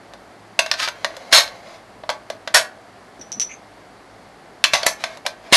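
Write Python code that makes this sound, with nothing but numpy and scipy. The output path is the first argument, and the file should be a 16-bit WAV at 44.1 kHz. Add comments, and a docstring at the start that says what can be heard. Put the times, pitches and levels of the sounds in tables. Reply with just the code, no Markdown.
"""Knocks, scrapes and grinding snaps as rifle cartridges are thumbed into a steel magazine in a small room.
Between loads, loose brass cases clink and rub in the hand over a faint hum and hiss.
Each contact is a noise crack plus damped magazine modes, filtered for the place where brass meets steel.
Scrapes, slides and grinds are random trains of such contacts; the cases are high damped modes plus noise.
Filtered noise tails give the room; a limiter, clipping and a low-pass give hard, flattened peaks and a dull top."""
import sys
import numpy as np
from scipy import signal
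from scipy.fft import rfft, irfft
from scipy.io import wavfile
from scipy.ndimage import uniform_filter1d, minimum_filter1d

SR = 44100
rng = np.random.default_rng(int(sys.argv[2]) if len(sys.argv) > 2 else 0)


def generate_wav(signal):
    """Clip the signal to [-1, 1] and save it as 16-bit WAV at the path in sys.argv[1]."""
    frames = np.transpose(np.atleast_2d(signal))
    scaled = np.clip(frames, -1, 1) * 32767
    pcm = np.round(scaled).astype(np.int16)
    wavfile.write(sys.argv[1], SR, pcm)


N = 245195
SIZE = 16384  # samples per single sound or impulse response
T = np.arange(SIZE) / SR
TIME = np.arange(N) / SR
HZ = np.maximum(np.arange(SIZE // 2 + 1) * SR / SIZE, 1)
TOP_HZ = 12000
SILENT_DB = -120


def undb(db):
    """Decibels to amplitude gain."""
    return 10 ** (np.asarray(db) / 20)


def unit(x):
    """Scale to an energy of one."""
    return x / np.sqrt(np.sum(x ** 2))


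def along(points, hz):
    """Interpolate (f/Hz, value) points on a log-frequency axis."""
    f, value = np.transpose(points)
    return np.interp(np.log(hz), np.log(f), value)


def fade(t60_s):
    """Exponential decay, 60 dB down at t60_s."""
    return np.exp(-np.log(1000) * T / max(t60_s, 1e-3))


def colour(x, gain_db):
    """Minimum-phase filter with a given gain on HZ, via the folded cepstrum."""
    cepstrum = irfft(np.log(undb(gain_db)))
    cepstrum[1:SIZE // 2] *= 2
    cepstrum[SIZE // 2 + 1:] = 0
    response = np.exp(rfft(cepstrum))
    return irfft(rfft(x, SIZE) * response)


def bump(hz, width_hz):
    """Power response of one resonance, width_hz wide at half power."""
    return 1 / (1 + ((HZ ** 2 - hz ** 2) / (HZ * width_hz)) ** 2)


def burst(envelope, count=3):
    """Noise under an envelope, alternately flattened in spectrum and reshaped in time."""
    x = rng.standard_normal(SIZE) * envelope
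    for _ in range(count):
        x = irfft(np.exp(1j * np.angle(rfft(x))))  # keep phase only
        local_rms = np.sqrt(uniform_filter1d(x ** 2, size=128).clip(0) + 1e-12)
        x = x * envelope / local_rms
    return unit(x)


def ring(modes, scatter_db, detune):
    """Damped modes whose shares and pitches vary with the place of contact and the grip."""
    hz, level_db, t60_s = np.transpose(modes)[:, :, None]
    share, shift, side = rng.standard_normal((3, len(modes), 1))
    tones = np.sin(2 * np.pi * hz * (1 + detune * shift) * T)
    decays = np.exp(-np.log(1000) * T / t60_s)
    gains = np.sign(side) * undb(level_db + scatter_db * share)
    return unit(np.sum(gains * tones * decays, axis=0))


def add(out, start_s, x, level_db, length_s):
    """Mix x in at start_s, its rms over the first length_s set to level_db."""
    start = int(start_s * SR)
    opening = x[:max(int(length_s * SR), 8)]
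    x = x * undb(level_db) / np.sqrt(np.mean(opening ** 2))
    out[start:start + len(x)] += x[:max(N - start, 0)]


def nodes(count=44):
    """Gain ripple in dB: each point of contact favours some groups of modes and misses others."""
    hz = np.geomspace(700, TOP_HZ, count)
    ripple = 3.5 * rng.standard_normal(count)
    return along(np.c_[hz, ripple - uniform_filter1d(ripple, size=5)], HZ)


def contact(crack_t60_s, ring_db, body_db, treble_db, point_hz, point_db):
    """Magazine's answer to one tap: crack plus ring, coloured by where and how hard brass meets steel."""
    # crowded, quickly damped steel modes: f/Hz, gain/dB
    crack_gain = [(60, -33), (360, -24), (530, -2.5), (650, 7), (780, -3.5), (1100, 0), (1320, -2),
                  (1750, 1.5), (4000, -4.5), (5500, -2), (8500, -12), (11200, -13.5)]
    # modes of the loaded magazine, free of the hand: f/Hz, mean relative level/dB, t60/s
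    magazine_modes = [(480, -5.5, 0.043), (582.7, 2.5, 0.16), (644.2, 3.5, 0.36), (850, -2.5, 0.24),
                      (924, 1, 0.054), (978, 4, 0.12), (1127, 2.5, 0.15), (1556, 5.5, 0.14),
                      (1684, -8, 0.11), (1856, -7, 0.063), (2007, -2, 0.0966), (2410, -12, 0.062),
                      (2704, -4, 0.052), (2770, -9, 0.03), (3220, -25.5, .11), (3540, 5.5, 0.068),
                      (3500, -16, 0.063), (4120, 4.5, 0.053), (4170, -1.5, 0.07), (4180, -6.5, 0.166),
                      (4610, -12, .09), (4900, -10, 0.22), (5780, -30, .13), (6030, -12, 0.07),
                      (6140, -4.5, 0.21), (6640, -14, 0.3), (8050, -20, 0.078), (8950, -14, .12)]
    body_hz, treble_hz, lips_hz, lips_db = 1030, 6220, 3940, 5.5
    grip_t60_s = 0.55

    crack = unit(colour(burst(fade(crack_t60_s)), along(crack_gain, HZ) + nodes()))
    free_ring = ring(magazine_modes, scatter_db=2.0, detune=0.0064)
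    gripped = unit(free_ring * fade(grip_t60_s))  # the hand shortens the ring
    body = body_db / (1 + (HZ / body_hz) ** 4)
    treble = treble_db / (1 + (treble_hz / HZ) ** 6)
    lips = lips_db * bump(lips_hz, 0.35 * lips_hz)
    point = point_db * bump(point_hz, 0.16 * point_hz)
    return colour(crack + undb(ring_db) * gripped, body + treble + lips + point)


def stick_slip(times_s, levels_db, ring_db, *tone):
    """Brass rubs on steel: a fast, uneven train of taps under a level curve, each answered by the magazine."""
    mean_slips_per_s, scatter_db, crack_t60_s = 3000, 1.5, 0.019
    fires = rng.random(N) < mean_slips_per_s / SR
    signs = rng.choice([-1, 1], N)
    slips = fires * signs * undb(scatter_db * rng.standard_normal(N))
    pressure = undb(np.interp(TIME, times_s, levels_db, left=SILENT_DB, right=SILENT_DB))
    response = unit(contact(crack_t60_s, ring_db, *tone))
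    return signal.oaconvolve(pressure * slips / np.std(slips), response)[:N]


def air(level_db=-45, hum_hz=108, hum_db=-64, hiss_hz=4550, hiss_width_hz=800, hiss_db=4):
    """Steady room tone and microphone hiss: shaped noise with a slight treble peak, plus a faint sine hum."""
    # noise spectrum: f/Hz, relative density/dB
    noise_spectrum = [(15, -32), (25, -32.5), (53, -0.5), (76, -20), (98, -1), (133, -7.5), (186, -1.5),
                      (459, -2), (496, -3), (749, 2), (853, -3.5), (2160, -10.5), (2450, -16),
                      (4210, -20.5), (11800, -31), (15300, -69), (22000, -120)]
    hz = np.maximum(np.arange(N // 2 + 1) * SR / N, 1)
    peak_db = hiss_db * np.interp(hz, HZ, bump(hiss_hz, hiss_width_hz))
    gain = undb(along(noise_spectrum, hz) + peak_db)
    hiss = irfft(rfft(rng.standard_normal(N)) * gain, N)
    hum = np.sqrt(2) * np.sin(2 * np.pi * hum_hz * TIME)  # rms of one
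    return undb(level_db) * hiss / np.std(hiss) + undb(hum_db) * hum


def room(x, gap_s=0.00237, tail_db=-9.5):
    """Table, sofa and walls return a short, dense noise tail, decaying at its own rate in each band."""
    # decay by band: f/Hz, t60/s
    band_decays = [(200, 0.27), (600, 0.39), (1500, 0.27), (4000, 0.16), (10000, 0.16)]
    hz, t60s_s = np.transpose(band_decays)
    onset = np.clip(T / gap_s - 1, 0, 1)
    tail = 0
    for share, t60_s in zip(np.eye(len(hz)), t60s_s):
        band_power = along(np.c_[hz, share], HZ) + 1e-4
        tail = tail + colour(burst(onset * fade(t60_s)), 10 * np.log10(band_power))
    return x + undb(tail_db) * signal.fftconvolve(x, unit(tail))[:N]


def rubs():
    """The hand shifts its grip and rubs the cases: half-sine swells of narrow-band noise."""
    # t/s, length/s, level/dB, centre f/Hz, resonance width before squaring/Hz
    rub_events = [(3.182, 0.031, -43, 283, 160), (3.345, 0.066, -43.5, 210, 98),
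                  (3.484, 0.063, -42, 2240, 520), (3.492, 0.065, -44, 6280, 406)]
    out = np.zeros(N)
    for start_s, length_s, level_db, hz, width_hz in rub_events:
        swell = np.sin(np.pi * np.minimum(T / length_s, 1))
        gain_db = 20 * np.log10(bump(hz, width_hz) + 0.0011)  # resonance squared in power
        add(out, start_s, colour(rng.standard_normal(SIZE) * swell, gain_db), level_db, length_s)
    return out


def clinks(tick_t60_s=0.09, tick_hz=3400, tick_width_hz=5000):
    """Cases held in the fingers clink: a gritty noise tick and a short, high ring of damped modes."""
    # t/s, level/dB, dull tick relative to ring/dB
    clink_events = [(3.195, -48, -6), (3.212, -35, -11), (3.319, -25.5, -22), (3.327, -26, -20),
                    (3.398, -16.5, -12), (3.403, -23.5, -24), (3.415, -16, -14)]
    # brass case modes: f/Hz, mean relative level/dB, t60/s
    case_modes = [(5500, -26, 0.2), (5600, -7, 0.074), (5810, -1, 0.076), (5680, -15, 0.14),
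                  (5920, -2.5, 0.17), (6075, -1.5, 0.05), (6170, -6, .06)]
    out = np.zeros(N)
    # resonance squared in power, with a floor
    tick_gain_db = 20 * np.log10(bump(tick_hz, tick_width_hz) + 0.00087)
    for start_s, level_db, tick_db in clink_events:
        tick = unit(colour(burst(fade(tick_t60_s)), tick_gain_db))
        case_ring = ring(case_modes, scatter_db=3.0, detune=0.0037)
        add(out, start_s, case_ring + undb(tick_db) * tick, level_db, length_s=0.0038)
    return out


def slides(ring_db=-14, treble_db=-4, point_hz=2200, point_db=8, fade_share=2.8):
    """Light stick-slip as a round is eased along or creeps before a snap; longer strokes have softer ends."""
    # t/s, hold/s, level/dB, body/dB
    slide_events = [(0.667, 0.047, -43.5, -12), (0.957, 0.084, -48, 4.5), (1.11, 0.43, -41.5, 17),
                    (1.315, 0.01, -26.5, 11.5), (1.664, 0.088, -43, 17.5), (4.726, 0.02, -30.5, -5),
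                    (4.797, 0.063, -32.5, 18), (4.859, 0.01, -27.5, 1), (5.006, 0.062, -38.5, 8.5),
                    (5.095, 0.057, -41, 11.5), (5.253, 0.0068, -28, 25), (5.45, 0.11, -43, 17.5),
                    (5.521, 0.015, -23, 14)]
    out = np.zeros(N)
    for start_s, hold_s, level_db, body_db in slide_events:
        edge_s = fade_share * hold_s
        end_s = start_s + hold_s
        times_s = [start_s - edge_s, start_s, end_s, end_s + edge_s]
        levels_db = [SILENT_DB, level_db, level_db, SILENT_DB]
        out += stick_slip(times_s, levels_db, ring_db, body_db, treble_db, point_hz, point_db)
    return out


def scrape(ring_db=-14, body_db=-4, treble_db=-5, point_hz=1400, point_db=5):
    """The first round scrapes along the feed lips: one long, firm, uneven stick-slip stroke."""
    # level curve: t/s, level/dB
    stroke = [(0.76, -45), (0.792, -26), (0.802, -18.5), (0.81, -27), (0.83, -19.5), (0.852, -23.5),
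              (0.866, -32), (0.888, -32), (0.9, -43)]
    return stick_slip(*np.transpose(stroke), ring_db, body_db, treble_db, point_hz, point_db)


def grinds(ring_db=-16, point_db=5.5):
    """The stack gives way on its spring: stick-slip rises fast, holds and dies, with a low thump at its start."""
    # t/s, hold/s, level/dB, thump relative to grind/dB, body/dB, treble/dB, contact resonance f/Hz
    grind_events = [(1.325, 0.059, -8.5, -21, 1, 2.5, 4250), (2.098, 0.0032, -30, -12, 15, -6, 930),
                    (2.542, 0.025, -10, -20.5, 5, 5, 1580), (4.736, 0.014, -14.5, -28, 8.5, -5.5, 6100),
                    (4.862, 0.011, -17.5, -20, 5.5, 5.5, 6000), (5.525, 0.036, -6.5, -7.5, -3, 1.5, 3400)]
    attack_s, release_db_per_s = 0.0078, 376.5
    thump_hz, thump_width_hz, thump_t60_s = 293, 290, 0.036
    out = np.zeros(N)
    for start_s, hold_s, level_db, thump_db, *tone in grind_events:
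        end_s = start_s + hold_s
        settled_s = end_s + (level_db - SILENT_DB) / release_db_per_s
        times_s = [start_s - attack_s, start_s, end_s, settled_s]
        levels_db = [SILENT_DB, level_db, level_db, SILENT_DB]
        out += stick_slip(times_s, levels_db, ring_db, *tone, point_db)
        thump_gain_db = 10 * np.log10(bump(thump_hz, thump_width_hz))
        thump = colour(burst(fade(thump_t60_s)), thump_gain_db)
        add(out, start_s, thump, level_db + thump_db, length_s=0.0044)
    return out


def knocks(crack_t60_s=0.028, ring_db=-7):
    """Single blows on the feed lips; a harder blow brings out the contact resonance more."""
    # t/s, level/dB, body/dB, treble/dB, contact resonance f/Hz
    knock_events = [ (0.136, -34, 14, -2, 680), (0.591, -2, 0, 0, 2680), (0.662, -23.5, 4, -5, 1580),
                    (0.714, -9, -8, -8, 5200), (0.739, -21.5, -2, -10, 1550), (0.801, -21, -4.5, -15, 2500),
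                    (0.876, -19.5, 2, -13, 1580), (0.886, -18, 6, -2, 1400), (1.046, -12.5, 6.5, -6, 1850),
                    (1.167, -30.5, 16, 3, 695), (1.328, -1.5, -6, -0.5, 1615), (1.335, -6, -8, 3, 3240),
                    (1.347, -0.5, 0, 13, 4200), (1.477, -28.5, 2, -11, 4200),
                    (2.036, -29.5, 20.5, -32, 1850), (2.092, -14.5, 15.5, -11, 1130),
                    (2.100, -17.5, 8, -2.5, 534), (2.301, -21, 11.5, -2.5, 495),
                    (2.326, -36, 18, -20, 1560), (2.475, -20, 4, -10, 1540), (2.545, -1.5, -0.5, 9, 1840),
                    (4.640, -2, -14, -2, 2680), (4.649, -13, -3, -19, 1100), (4.735, -5.5, 5.5, -1.5, 2390),
                    (4.832, -17.5, 9, -6, 4530), (4.865, -5.5, 7, 11.5, 1960),
                    (5.039, -14.5, 5.5, -6, 2220), (5.172, -34, 15, 4, 3950), (5.264, -14, 4, -1, 530),
                    (5.529, -2.5, 5, -3, 2130), ]
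    point_db_at_0_db, point_db_per_db = 12, 0.28
    out = np.zeros(N)
    for start_s, level_db, *tone in knock_events:
        point_db = point_db_at_0_db + point_db_per_db * level_db
        blow = contact(crack_t60_s, ring_db, *tone, point_db)
        add(out, start_s, blow, level_db, length_s=0.003)
    return out


def scene():
    """All handling in the room, over its steady tone."""
    handling = rubs() + clinks() + slides() + scrape() + grinds() + knocks()
    return (room(handling) + air())[None]


def record(dry, ceiling=1.33):
    """A fast limiter holds the snaps, remaining peaks clip at one, and a steep low-pass cuts the top."""
    local_max = -minimum_filter1d(-np.abs(dry), size=66)  # 1.5 ms window
    peak = uniform_filter1d(local_max, size=66)
    limited = dry / np.maximum(peak / ceiling, 1)
    clipped = np.clip(limited, -1, 1)
    low_pass = signal.ellip(10, .2, 70, TOP_HZ, fs=SR, output="sos")
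    return signal.sosfilt(low_pass, clipped)


dry = scene()
out = record(dry)
generate_wav(out)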